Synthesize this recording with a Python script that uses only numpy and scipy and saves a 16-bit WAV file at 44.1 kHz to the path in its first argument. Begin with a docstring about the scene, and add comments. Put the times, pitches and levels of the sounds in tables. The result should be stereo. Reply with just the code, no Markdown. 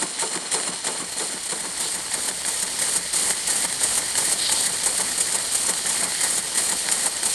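"""A distant, pulsing hiss of steam over a low rumble: a small bench engine at three turns a second.
The far sound dissolves into a close one. Steam leaks at the valve, louder on one half of each turn,
and puffs as the ports open and shut; the exhaust hisses, rings its pipe and now and then spurts wet.
Bearings rumble in the cast frame, the rods knock it into ringing at each dead centre, the bench
answers with a thud, and the linkage pins tick in their slack."""
import sys
import numpy as np
from scipy import signal
from scipy.fft import rfft, irfft, next_fast_len
from scipy.io import wavfile
from scipy.ndimage import uniform_filter1d

SR = 44100
rng = np.random.default_rng(int(sys.argv[2]) if len(sys.argv) > 2 else 0)


def transcribe(signal):
    """Save signal, clipped to [-1, 1], as a 16-bit WAV file at the path in sys.argv[1]."""
    frames = np.atleast_2d(signal).T
    limited = np.clip(frames, -1, 1)
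    pcm = np.round(limited * 32767).astype(np.int16)
    wavfile.write(sys.argv[1], SR, pcm)


N = 323694
T = np.arange(N) / SR
HZ = np.fft.rfftfreq(N, 1 / SR)
FAR, CLOSE = 0, 1

# Cue sheet, far then close, a row per crank turn: outer dead centre t/s; level/dB of outer puff, inner
# puff, outer knock, inner knock, loud-half leak, quiet-half leak; level/dB of the outer and inner early
# puffs against their main puffs; bench thud level/dB against the inner knock
CRANK_TURNS = [
    [(-.119, -22, -22.5, -30, -31.5, -26.5, -31.5, -2, -1, -4),
     (.212, -22.5, -24.5, -28, -29, -29, -31.5, -1.7, -0.5, -6),
     (.534, -19.5, -23.5, -28, -32, -27.5, -32.5, -2, -5, -2),
     (.864, -21.5, -27, -28, -33.5, -29.5, -33.5, -2.5, 0.5, -1),
     (1.188, -24, -27, -29.5, -34.5, -28.5, -34, -1, -6, -3),
     (1.512, -22, -26, -30.5, -32.5, -29.5, -30.5, -2, -4, -3),
     (1.835, -21.5, -28, -33, -34.5, -30.5, -29.5, -2, -4, -4),
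     (2.156, -25, -21, -29, -29, -34, -27, -2, -6, -3)],
    [(1.116, -17, -18.5, -36, -33, -24, -26, -3.5, -2, -4),
     (1.452, -19, -22, -38, -35, -29, -27.5, -3.5, -2, -4),
     (1.797, -17.5, -19.5, -34, -37, -24.5, -29, -6, -2, -5),
     (2.133, -19.5, -20, -35, -33, -26, -28.5, -3.5, -2, -7),
     (2.475, -19.5, -21, -34, -37, -26, -28, -3, -2, -5),
     (2.813, -18, -18.5, -37, -34, -24.5, -29, -4.5, -2, -2),
     (3.154, -17.5, -17.5, -38, -36, -22.5, -27.5, -3, -1.5, -11),
     (3.495, -17.5, -21, -35, -33, -23.5, -28, -2.5, -1.8, -3),
     (3.829, -17, -17.5, -37, -33.5, -23.5, -26.5, -5, -2, -5),
     (4.173, -15.5, -17.5, -30.5, -35, -23, -25.5, -7, -2, -3),
     (4.513, -15.5, -18, -33.5, -40, -23.5, -25.5, -9, -2.4, 0),
     (4.856, -16, -18, -32, -29.5, -25, -25.5, -3, -2.2, -10),
     (5.199, -15.5, -19, -36, -30, -26, -26, -3.5, -1, -8),
     (5.543, -17.5, -17.5, -37, -30, -24, -26.5, -3, -2, -9),
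     (5.886, -18.5, -19, -36, -29, -24.5, -26, 0.5, -2, -10),
     (6.229, -18, -19.5, -32.5, -37, -23.5, -28, -1.5, -2, -4),
     (6.571, -17, -20.5, -33, -32, -23.5, -25.5, -4, 1, -7),
     (6.912, -17, -18.5, -33, -33.5, -24, -29, -6, -1.8, -9),
     (7.251, -17, -15, -33.5, -29, -24, -23, -4.5, -2, -2)],
]
# Extra puffs in mid-stroke: t/s, level/dB
MIDSTROKE_PUFFS = [(.06, -29), (2.202, -26), (2.536, -23.5), (2.886, -21), (3.558, -21), (4.244, -18.5),
                   (4.603, -19), (5.264, -21), (5.627, -21.5), (6.302, -20.5)]
# Wet spurts from the exhaust: t/s, length/s, level/dB
WET_SPURTS = [(1.787, 0.09, -32), (4.34, .17, -24), (4.52, 0.09, -29)]
# Tone colour of the hiss; above 11.5 kHz, a gap and a thin high band that are not part of the steam:
# f/Hz, relative level/dB
FAR_HISS_TONE = [(3000, -52), (5500, -32), (6600, -12), (7600, -6), (9500, 0), (10500, -9), (11300, -13.5),
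                 (11900, -65), (12300, -18), (12900, -50)]
CLOSE_HISS_TONE = [(3000, -29), (5500, -23.5), (6600, -16), (7600, -10.5), (9300, -8), (10000, -8.5),
                   (10700, -12), (11250, -12.5), (11600, -27), (12000, -37), (12350, -14), (12650, -36),
                   (13000, -62)]
# Tone colour of the other noise layers: f/Hz, relative level/dB
EXHAUST_TONE = [(500, -22), (1400, -17.5), (2200, -11.5), (2620, -7), (3400, -7.5), (5200, -6),
                (6300, -8.5), (9000, -58)]
PIPE_TONE = [(1200, -25), (1600, -9), (2200, -2.5), (2500, -42)]
FRAME_TONE = [(70, -51), (125, -22), (160, -5), (700, -4), (1400, -7), (2500, -14), (5000, -53)]
RUMBLE_TONE = [(15, -16), (30, -16), (60, 0.5), (90, -4.5), (115, -1), (160, -5), (300, -24.5)]
SPURT_TONE = [(2000, -22), (3000, -6), (3700, -2), (4500, 2), (5600, -12), (7500, -44)]
# Resonances on top of those colours: f/Hz, width/Hz, relative level/dB
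FAR_LEAK_RESONANCES = [(7170, 360, -1.5), (8430, 550, -0.5), (9030, 370, -0.5)]
CLOSE_LEAK_RESONANCES = [(7000, 540, -10), (8490, 370, -2), (8810, 310, -4)]
FAR_EXHAUST_RESONANCES = [(3000, 790, -9.5), (4080, 170, -0.5), (4290, 100, 4.5)]
CLOSE_EXHAUST_RESONANCES = [(3130, 95, -6), (4224, 550, -3.5), (4320, 170, -3), (4640, 180, -3)]
PIPE_RESONANCES = [(1882, 200, 0.3), (2000, 54, -1)]
FRAME_RESONANCES = [(460, 24, -9), (523, 17, -5.5), (898, 49, -2.5)]
# Level over time of the pipe's ring and the low rumble; the rumble drops out briefly near the start:
# t/s, level/dB
PIPE_LEVELS = [(0, -52), (.6, -46), (1.2, -50), (2, -47.5), (2.6, -47), (3.2, -41), (3.9, -44), (4.2, -41),
               (4.5, -40.5), (5.2, -44), (5.7, -46), (6.1, -38.5), (6.5, -44), (6.8, -43), (7.34, -43)]
RUMBLE_LEVELS = [(0, -48), (.2, -66), (.26, -80), (.48, -80), (.55, -63), (1, -56), (2.6, -51.5),
                 (4.5, -50), (5.5, -52), (6.3, -53), (7.34, -52.5)]
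# Rod blows, far then close, outer then inner:
# t/s from dead centre, length/s, upper f/Hz, lower f/Hz, lower level/dB against the upper
ROD_BLOWS = [
    [(.004, 0.021, 946, 440, 1), (-.005, 0.018, 1050, 325, 2)],
    [(.004, 0.0081, 910, 490, -5.5), (-.008, 0.029, 950, 530, -10)],
]
# Faint, slow-swelling valve tap, close only: t/s from outer dead centre, length/s, level/dB,
# upper f/Hz, lower f/Hz, lower level/dB and thud level/dB against the upper
VALVE_TAP = (0, 2.5, -52, 940, 610, 13, -11)
# Modes of the cast frame: f/Hz, t60/s
CASTING_MODES = [(250, 0.061), (310, 0.09), (378, 0.1), (444, 0.19), (500, 0.099), (620, 0.05),
                 (760, 0.052), (845, .12), (905, 0.13), (990, 0.049), (1100, 0.15), (1230, .04)]
# The bench's late answer to a blow: f/Hz, t60/s, delay/s, swell/s
BENCH_MODE = (180, 0.19, .014, 0.015)
# Featured linkage ticks: t/s, relative body level/dB, relative bright level/dB, dulling/(dB per octave)
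LOUD_TICKS = [(0.025, -25, -9.5, 3), (0.1885, -19, -31, 5), (0.197, -25, -14, 2), (0.3542, -20, -16, 5),
              (0.375, -18, -17, 5), (0.6006, -21, -22, 0), (.6342, -21, -22, 0), (.7606, -29, -25, 0),
              (.8435, -26, -26, -2), (0.8689, -17, -17, 5), (0.9786, -24, -27, 0), (2.117, -19.5, -30, 8),
              (2.143, -19, -25, 5), (2.2887, -17, -19, 2), (2.313, -19, -33, 4), (2.45, -17, -23, 3),
              (2.464, -27, -14, 6), (2.7897, -17, -17, 5), (2.823, -21, -17, 7), (3.3075, -13, -18, 6),
              (3.6533, -16, -29, 4), (3.7268, -20.5, -10, 3), (3.816, -19.5, -20, 4),
              (4.1543, -17.5, -25, -4), (4.324, -22, -10, 2), (4.4334, -26, -41, -2), (4.4954, -14, -25, 8),
              (5.536, -31, -9, 2), (5.737, -19.5, -20, -2), (5.859, -17, -35, 3), (6.558, -19, -17, 3),
              (6.692, -20, -18, 1), (6.6376, -31, -11, 1), (6.723, -23, -10, -2), (6.8881, -10.5, -13, 3),
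              (7.067, -16, -9, 10), (7.168, -23.5, -12, -3), (7.232, -16, -16, 6)]
# Body and bright top of a tick: f/Hz, relative level/dB, t60/s
TICK_BODY_MODES = [(886, -11, 0.013), (1897, -8.5, 0.022), (2100, 4, 0.0046), (3230, 3.5, 0.0064),
                   (4300, 5, 0.0054)]
TICK_BRIGHT_MODES = [(7040, -3, 0.0033), (8240, 6, 0.0074), (9600, -27, 0.0036)]
# Stereo width: f/Hz, side level/dB against mid
WIDTH = [(30, -23), (100, -60), (2600, -60), (3000, -23), (4000, -17), (5800, -12.5), (8500, -10.5),
         (11000, -3.5), (12300, -14)]
# Lean to the left: f/Hz, left level/dB against right
LEFT_LEAN = [(5000, 0), (6900, 1.2), (8500, 2.4), (10500, 2.0), (12000, .2)]
# Phase lead of the left channel: f/Hz, phase/rad
LEFT_LEAD = [(4400, -0.038), (6600, -0.73), (8400, 0.81), (9200, -1.4), (10200, -1.5), (11100, -1.24),
             (11600, 0)]

# Pairs are (far, close).
INNER_S, SHUT_S = (.137, .143), (0.036, 0.026)  # outer to inner dead centre; from there to port shutting
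EARLY_S, EARLY_LENGTH_S = (0.021, 0.024), 0.012  # an early puff runs ahead of each main puff
PUFF_LENGTH_S, PUFF_EXHAUST_DB = (0.016, 0.018), [(-5, -5.5), (-9.5, -9)]  # exhaust share: outer, inner
LOUD_DRIFT_DB, QUIET_DRIFT_DB = (-6.5, 0.5), (-6.5, -4.5)  # change of the leak through each half turn
EXHAUST_DB, BEARING_DB, OUTER_THUD_DB = (-35, -32), (-39.5, -38.5), (-18, -25)  # thud: against its knock
BLOW_SPREAD = 0.046  # each blow lands a little elsewhere, which shifts its pitches


def gain_of(db):
    """Decibels to gain."""
    return 10 ** (np.asarray(db) / 20)


def unit_rms(x):
    """Scales to rms 1."""
    return x / np.sqrt(np.mean(x ** 2) + 1e-20)


def curve_at(points, hz):
    """Reads a curve on a log-frequency axis."""
    f, value = np.transpose(points)
    return np.interp(np.log(hz + 1), np.log(f + 1), value)


def hiss(tone, resonances=()):
    """Two unrelated rows of steady coloured noise, rms 1."""
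    size = next_fast_len(N, real=True)
    f = np.fft.rfftfreq(size, 1 / SR)
    power = gain_of(2 * curve_at(tone, f))
    for hz, width, db in resonances:
        power += gain_of(2 * db) / (1 + (2 * (f - hz) / width) ** 2) ** 2
    real, imag = rng.standard_normal((2, 2, len(f)))
    return unit_rms(irfft((real + 1j * imag) * np.sqrt(power), size)[:, :N])


def wander(seconds):
    """Random modulation of rms 1 that moves over the given time."""
    span = max(int(seconds * SR), 2)
    return unit_rms(uniform_filter1d(uniform_filter1d(rng.standard_normal(N), span), span))


def crossfade(place, start_s=0.81, end_s=2.77, bend=1.53):
    """Power share of a listening place as far dissolves into close."""
    share = np.clip((T - start_s) / (end_s - start_s), 0, 1)
    return (share if place == CLOSE else 1 - share) ** bend


def dead_centres(place):
    """Times at which the piston turns round: a row of (outer, inner) per turn."""
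    outer_s = np.array(CRANK_TURNS[place])[:, 0]
    return np.c_[outer_s, outer_s + INNER_S[place]]


def stroke_power(place, edge_s, dip_db, dip_s, mean_db=None, follow=1, rise_db=0):
    """Half-turn pulse of the leak, or of a layer that partly follows it; dips after the port shuts."""
    starts = (dead_centres(place) + [-EARLY_S[place], SHUT_S[place]]).ravel()
    lengths = np.diff(starts, append=starts[-1] + np.diff(starts).mean())
    leak_db = np.array(CRANK_TURNS[place])[:, 5:7].ravel()
    half = np.maximum(np.searchsorted(starts, T, "right") - 1, 0)
    quiet = half % 2
    since = np.maximum(T - starts[half], 0)
    ramp = np.minimum(since / lengths[half], 1) - .5
    db = leak_db[half] + np.where(quiet, QUIET_DRIFT_DB[place], LOUD_DRIFT_DB[place]) * ramp
    if mean_db:
        db = mean_db[place] + follow * (db - leak_db.mean()) + quiet * rise_db * ramp
    db -= quiet * dip_db * np.exp(-(since / dip_s) ** 2)
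    return gain_of(2 * uniform_filter1d(db, max(int(edge_s * SR), 1)))


def burst_power(starts, levels_db, lengths, attack_share, tail_s):
    """Power envelope of bursts: curved attack, short hold, dying tail."""
    power = np.zeros(N)
    for start, db, length in zip(starts, levels_db, lengths):
        if 0 <= start < N / SR:
            i = int(start * SR)
            t = T[:min(int((length + 8 * tail_s) * SR), N - i)]
            attack = np.clip(t / (attack_share * length), 0, 1) ** 2
            tail = np.exp(-np.maximum(t - 0.69 * length, 0) / tail_s)
            power[i:i + len(t)] = np.maximum(power[i:i + len(t)], gain_of(2 * db) * attack * tail)
    return power


def puff_cues(place):
    """Main, early and mid-stroke puffs of the ports: t/s, level/dB, length/s, exhaust share/dB."""
    turns, s = np.array(CRANK_TURNS[place]), dead_centres(place).ravel()
    db, early_db = turns[:, 1:3].ravel(), turns[:, 7:9].ravel()
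    share_db = np.tile(PUFF_EXHAUST_DB[place], len(turns))
    main = np.c_[s, db, np.full(len(s), PUFF_LENGTH_S[place]), share_db]
    early = np.c_[s - EARLY_S[place], db + early_db, np.full(len(s), EARLY_LENGTH_S), share_db]
    midstroke = [(*puff, EARLY_LENGTH_S, share_db[1]) for puff in MIDSTROKE_PUFFS]
    return np.vstack([main, early, midstroke]).T


def valve_flick(place, change_db=(4, -1), before_s=.003, width_s=0.0025):
    """Power gain of the steam just before each dead centre: a spike from afar, a slight choke close by."""
    s = dead_centres(place).ravel() - before_s
    nearest = np.searchsorted((s[1:] + s[:-1]) / 2, T)
    return gain_of(2 * change_db[place] * np.exp(-((T - s[nearest]) / width_s) ** 2))


def valve_leak(place):
    """Steam escapes at the valve: a bright hiss that pulses with the stroke and puffs at the ports."""
    s, db, length, _ = puff_cues(place)
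    puffs = burst_power(s, db, length, attack_share=0.26, tail_s=0.0087)
    stroke = stroke_power(place, edge_s=0.0067, dip_db=4.6, dip_s=0.038)
    colours = [(FAR_HISS_TONE, FAR_LEAK_RESONANCES), (CLOSE_HISS_TONE, CLOSE_LEAK_RESONANCES)]
    return np.sqrt(np.maximum(stroke, puffs)) * hiss(*colours[place])


def exhaust_puffs(place):
    """Power of the share of each puff that leaves by the exhaust."""
    s, db, length, share_db = puff_cues(place)
    return burst_power(s, db + share_db, length, attack_share=0.51, tail_s=0.0066)


def exhaust(place):
    """Spent steam: a darker hiss with softer puffs, leaning towards the end of the quiet half turn."""
    stroke = stroke_power(place, edge_s=0.013, dip_db=1.9, dip_s=0.024,
                          mean_db=EXHAUST_DB, follow=0.54, rise_db=4)
    resonances = [FAR_EXHAUST_RESONANCES, CLOSE_EXHAUST_RESONANCES][place]
    return np.sqrt(np.maximum(stroke, exhaust_puffs(place))) * hiss(EXHAUST_TONE, resonances)


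def wet_steam():
    """Water drops in the steam make leak and exhaust sputter together."""
    sputter, surge = wander(0.0022), wander(0.011)
    out = 0
    for place in (FAR, CLOSE):
        leak = gain_of(0.56 * sputter + 0.47 * surge) * valve_leak(place)
        spent = gain_of(0.99 * sputter + 0.78 * surge) * exhaust(place)
        out += np.sqrt(crossfade(place) * valve_flick(place)) * (leak + spent)
    return out


def exhaust_pipe():
    """The pipe rings breathily near 2 kHz, pushed a little by each puff."""
    power = gain_of(2 * np.interp(T, *np.transpose(PIPE_LEVELS)))
    for place in (FAR, CLOSE):
        power += crossfade(place) * gain_of(-17.5) * exhaust_puffs(place)
    return np.sqrt(power) * gain_of(2.3 * wander(0.036)) * hiss(PIPE_TONE, PIPE_RESONANCES)


def low_rumble():
    """Lumpy low bed of bench and room."""
    return gain_of(np.interp(T, *np.transpose(RUMBLE_LEVELS)) + 1.4 * wander(0.092)) * hiss(RUMBLE_TONE)


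def bearings(blows):
    """Bearings rumble in the casting; each blow shakes it harder."""
    s, length, _, upper_db = np.transpose(blows)[:4]
    power = burst_power(s, upper_db - 2.5, length, attack_share=0.18, tail_s=0.02)
    for place in (FAR, CLOSE):
        stroke = stroke_power(place, edge_s=0.019, dip_db=1, dip_s=0.12, mean_db=BEARING_DB, follow=0.61)
        power += crossfade(place) * stroke
    return np.sqrt(power) * gain_of(1.75 * wander(0.01)) * hiss(FRAME_TONE, FRAME_RESONANCES)


def blow_cues():
    """Valve taps and rod blows, crossfaded: each row is t/s, then the arguments of knock()."""
    tap_s, tap_length, tap_db, *tap_colour = VALVE_TAP
    blows = [(CLOSE, s + tap_s, tap_db, tap_length, *tap_colour) for s in dead_centres(CLOSE)[:, 0]]
    for place in (FAR, CLOSE):
        turns = np.array(CRANK_TURNS[place])
        thuds_db = np.c_[np.full(len(turns), OUTER_THUD_DB[place]), turns[:, 9]]
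        for end, (offset_s, *shape) in enumerate(ROD_BLOWS[place]):
            for s, db, thud_db in zip(dead_centres(place)[:, end], turns[:, 3 + end], thuds_db[:, end]):
                blows.append((place, s + offset_s, db, *shape, thud_db))
    shares, cues = [crossfade(FAR), crossfade(CLOSE)], []
    for place, s, db, length, upper_hz, lower_hz, lower_db, thud_db in blows:
        if 0 <= s < N / SR:
            db += 10 * np.log10(shares[place][int(s * SR)] + 1e-9)
            cues.append((s, length, upper_hz, db, lower_hz, db + lower_db, db + thud_db))
    return cues


def swelling(t, swell_s, t60):
    """Envelope of a ring that builds up, then dies."""
    return np.clip(t / swell_s, 0, 1) ** 2 * gain_of(-60 * np.maximum(t - swell_s, 0) / t60)


def knock(length, upper_hz, upper_db, lower_hz, lower_db, thud_db):
    """A soft blow rings the casting's modes near its two pitches, low modes later; the bench thuds."""
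    t = T[:8000]
    draws = rng.random((len(CASTING_MODES), 4))
    detune = 1 + BLOW_SPREAD * (draws[:, 3] - .5)
    upper_hz, lower_hz = upper_hz * detune[0], lower_hz * detune[1]
    bench_hz, bench_t60, delay_s, swell_s = BENCH_MODE
    thud = np.sin(2 * np.pi * (bench_hz * detune[3] * t + draws[2, 3]))
    out = gain_of(thud_db) * swelling(t - delay_s, swell_s, bench_t60) * thud
    for (hz, t60), (phase, shift, weakening, _) in zip(CASTING_MODES, draws):
        db = max(upper_db - 6 * ((hz - upper_hz) / 95) ** 2, lower_db - 6 * ((hz - lower_hz) / 90) ** 2)
        loaded_hz = hz * (1 + 0.031 * (shift - .5))  # the load on the rod shifts each mode a little
        envelope = swelling(t - 2.75 / hz, 0.16 * length + 3.5 / hz, t60)
        out += gain_of(db - 5.4 * weakening) * envelope * np.sin(2 * np.pi * (loaded_hz * t + phase))
    return out


def reflections(x, t60):
    """Sparse echoes of random sign from bench and walls."""
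    delays = np.arange(40, 6000, 20) + rng.integers(0, 20, 298)
    taps = np.zeros(6020)
    taps[delays] = rng.choice([-1., 1.], 298) * gain_of(-60 * delays / SR / t60)
    return signal.oaconvolve(x, taps / np.linalg.norm(taps))[:N]


def widened(x):
    """Two rows: the sound itself for the mid, its short reflections for the side."""
    return np.array([x, reflections(x, t60=0.021)])


def frame_knocks(blows):
    """The casting rings at every dead centre, with a short room tail."""
    rings = np.zeros(N + 8000)
    for s, *blow in blows:
        rings[int(s * SR):][:8000] += knock(*blow)
    rings = rings[:N] * gain_of(wander(0.0055))  # the rod chatters against the pin
    rings = signal.sosfilt(signal.butter(4, 120, "high", fs=SR, output="sos"), rings)
    return widened(rings + gain_of(-10.0) * reflections(rings, t60=0.21))


def ring(modes, detune, t):
    """Struck metal: a sum of dying modes."""
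    return sum(gain_of(db - 60 * t / t60) * np.sin(2 * np.pi * hz * ratio * t)
               for (hz, db, t60), ratio in zip(modes, detune))


def linkage_ticks(small_per_s=45, spread_db=3.5, small_dulling=2, attack_s=0.00013):
    """Pins slap in their slack: the featured ticks on cue, many small ones scattered by chance."""
    when, softness, brightness = rng.random((int(small_per_s * N / SR), 3)).T
    small_s = when * N / SR
    small_db = -36 - spread_db * np.log(0.04 + softness)
    small_db += 4 * np.interp(small_s, T, crossfade(CLOSE))  # louder from close by
    small = np.c_[small_s, small_db, small_db + 12 * (brightness - .3), np.full(len(when), small_dulling)]
    t, out = T[:2000], np.zeros(N + 2000)
    pivot_hz = TICK_BODY_MODES[1][0]
    for s, body_db, bright_db, dulling in np.vstack([LOUD_TICKS, small]):
        detune = rng.uniform(0.925, 1.07, 8)
        modes = [(hz, db - dulling * np.log2(hz / pivot_hz), t60) for hz, db, t60 in TICK_BODY_MODES]
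        body = gain_of(body_db - 2.5) * ring(modes, detune, t)
        bright = gain_of(bright_db - 4.5) * ring(TICK_BRIGHT_MODES, detune[5:], t)
        out[int(s * SR):][:2000] -= (body + bright) * np.minimum(t / attack_s, 1)
    ticks = signal.sosfilt(signal.butter(2, 500, "high", fs=SR, output="sos"), out[:N])
    return widened(ticks + gain_of(-8.5) * reflections(ticks, t60=0.028))


def spurts():
    """The exhaust spits longer, fluttering bursts of wet steam."""
    s, length, db = np.transpose(WET_SPURTS)
    power = burst_power(s, db, length, attack_share=0.66, tail_s=0.037)
    return np.sqrt(power) * gain_of(1.2 * wander(0.0082)) * hiss(SPURT_TONE)


def scene():
    """Mixes the layers as mid and side rows, then spreads them to stereo, widest in the treble."""
    blows = blow_cues()
    mix = wet_steam() + exhaust_pipe() + low_rumble() + bearings(blows)
    mix += frame_knocks(blows) + linkage_ticks() + spurts()
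    notch = gain_of(-6 * np.exp(-((HZ - 2640) / 120) ** 2))  # the bounce off the bench cancels this band
    width = gain_of(curve_at(WIDTH, HZ))
    mid, side = notch * rfft(mix) / np.sqrt(1 + width ** 2)
    lean = gain_of(curve_at(LEFT_LEAN, HZ) / 2) * np.exp(.5j * curve_at(LEFT_LEAD, HZ))
    return np.array([irfft((mid + width * side) * lean, N), irfft((mid - width * side) / lean, N)])


def record(dry):
    """A steep low-pass trims the air above 13.1 kHz."""
    return signal.oaconvolve(dry, signal.firwin(511, 13100, window=("kaiser", 9), fs=SR)[None], "same")


dry = scene()
out = record(dry)
transcribe(out)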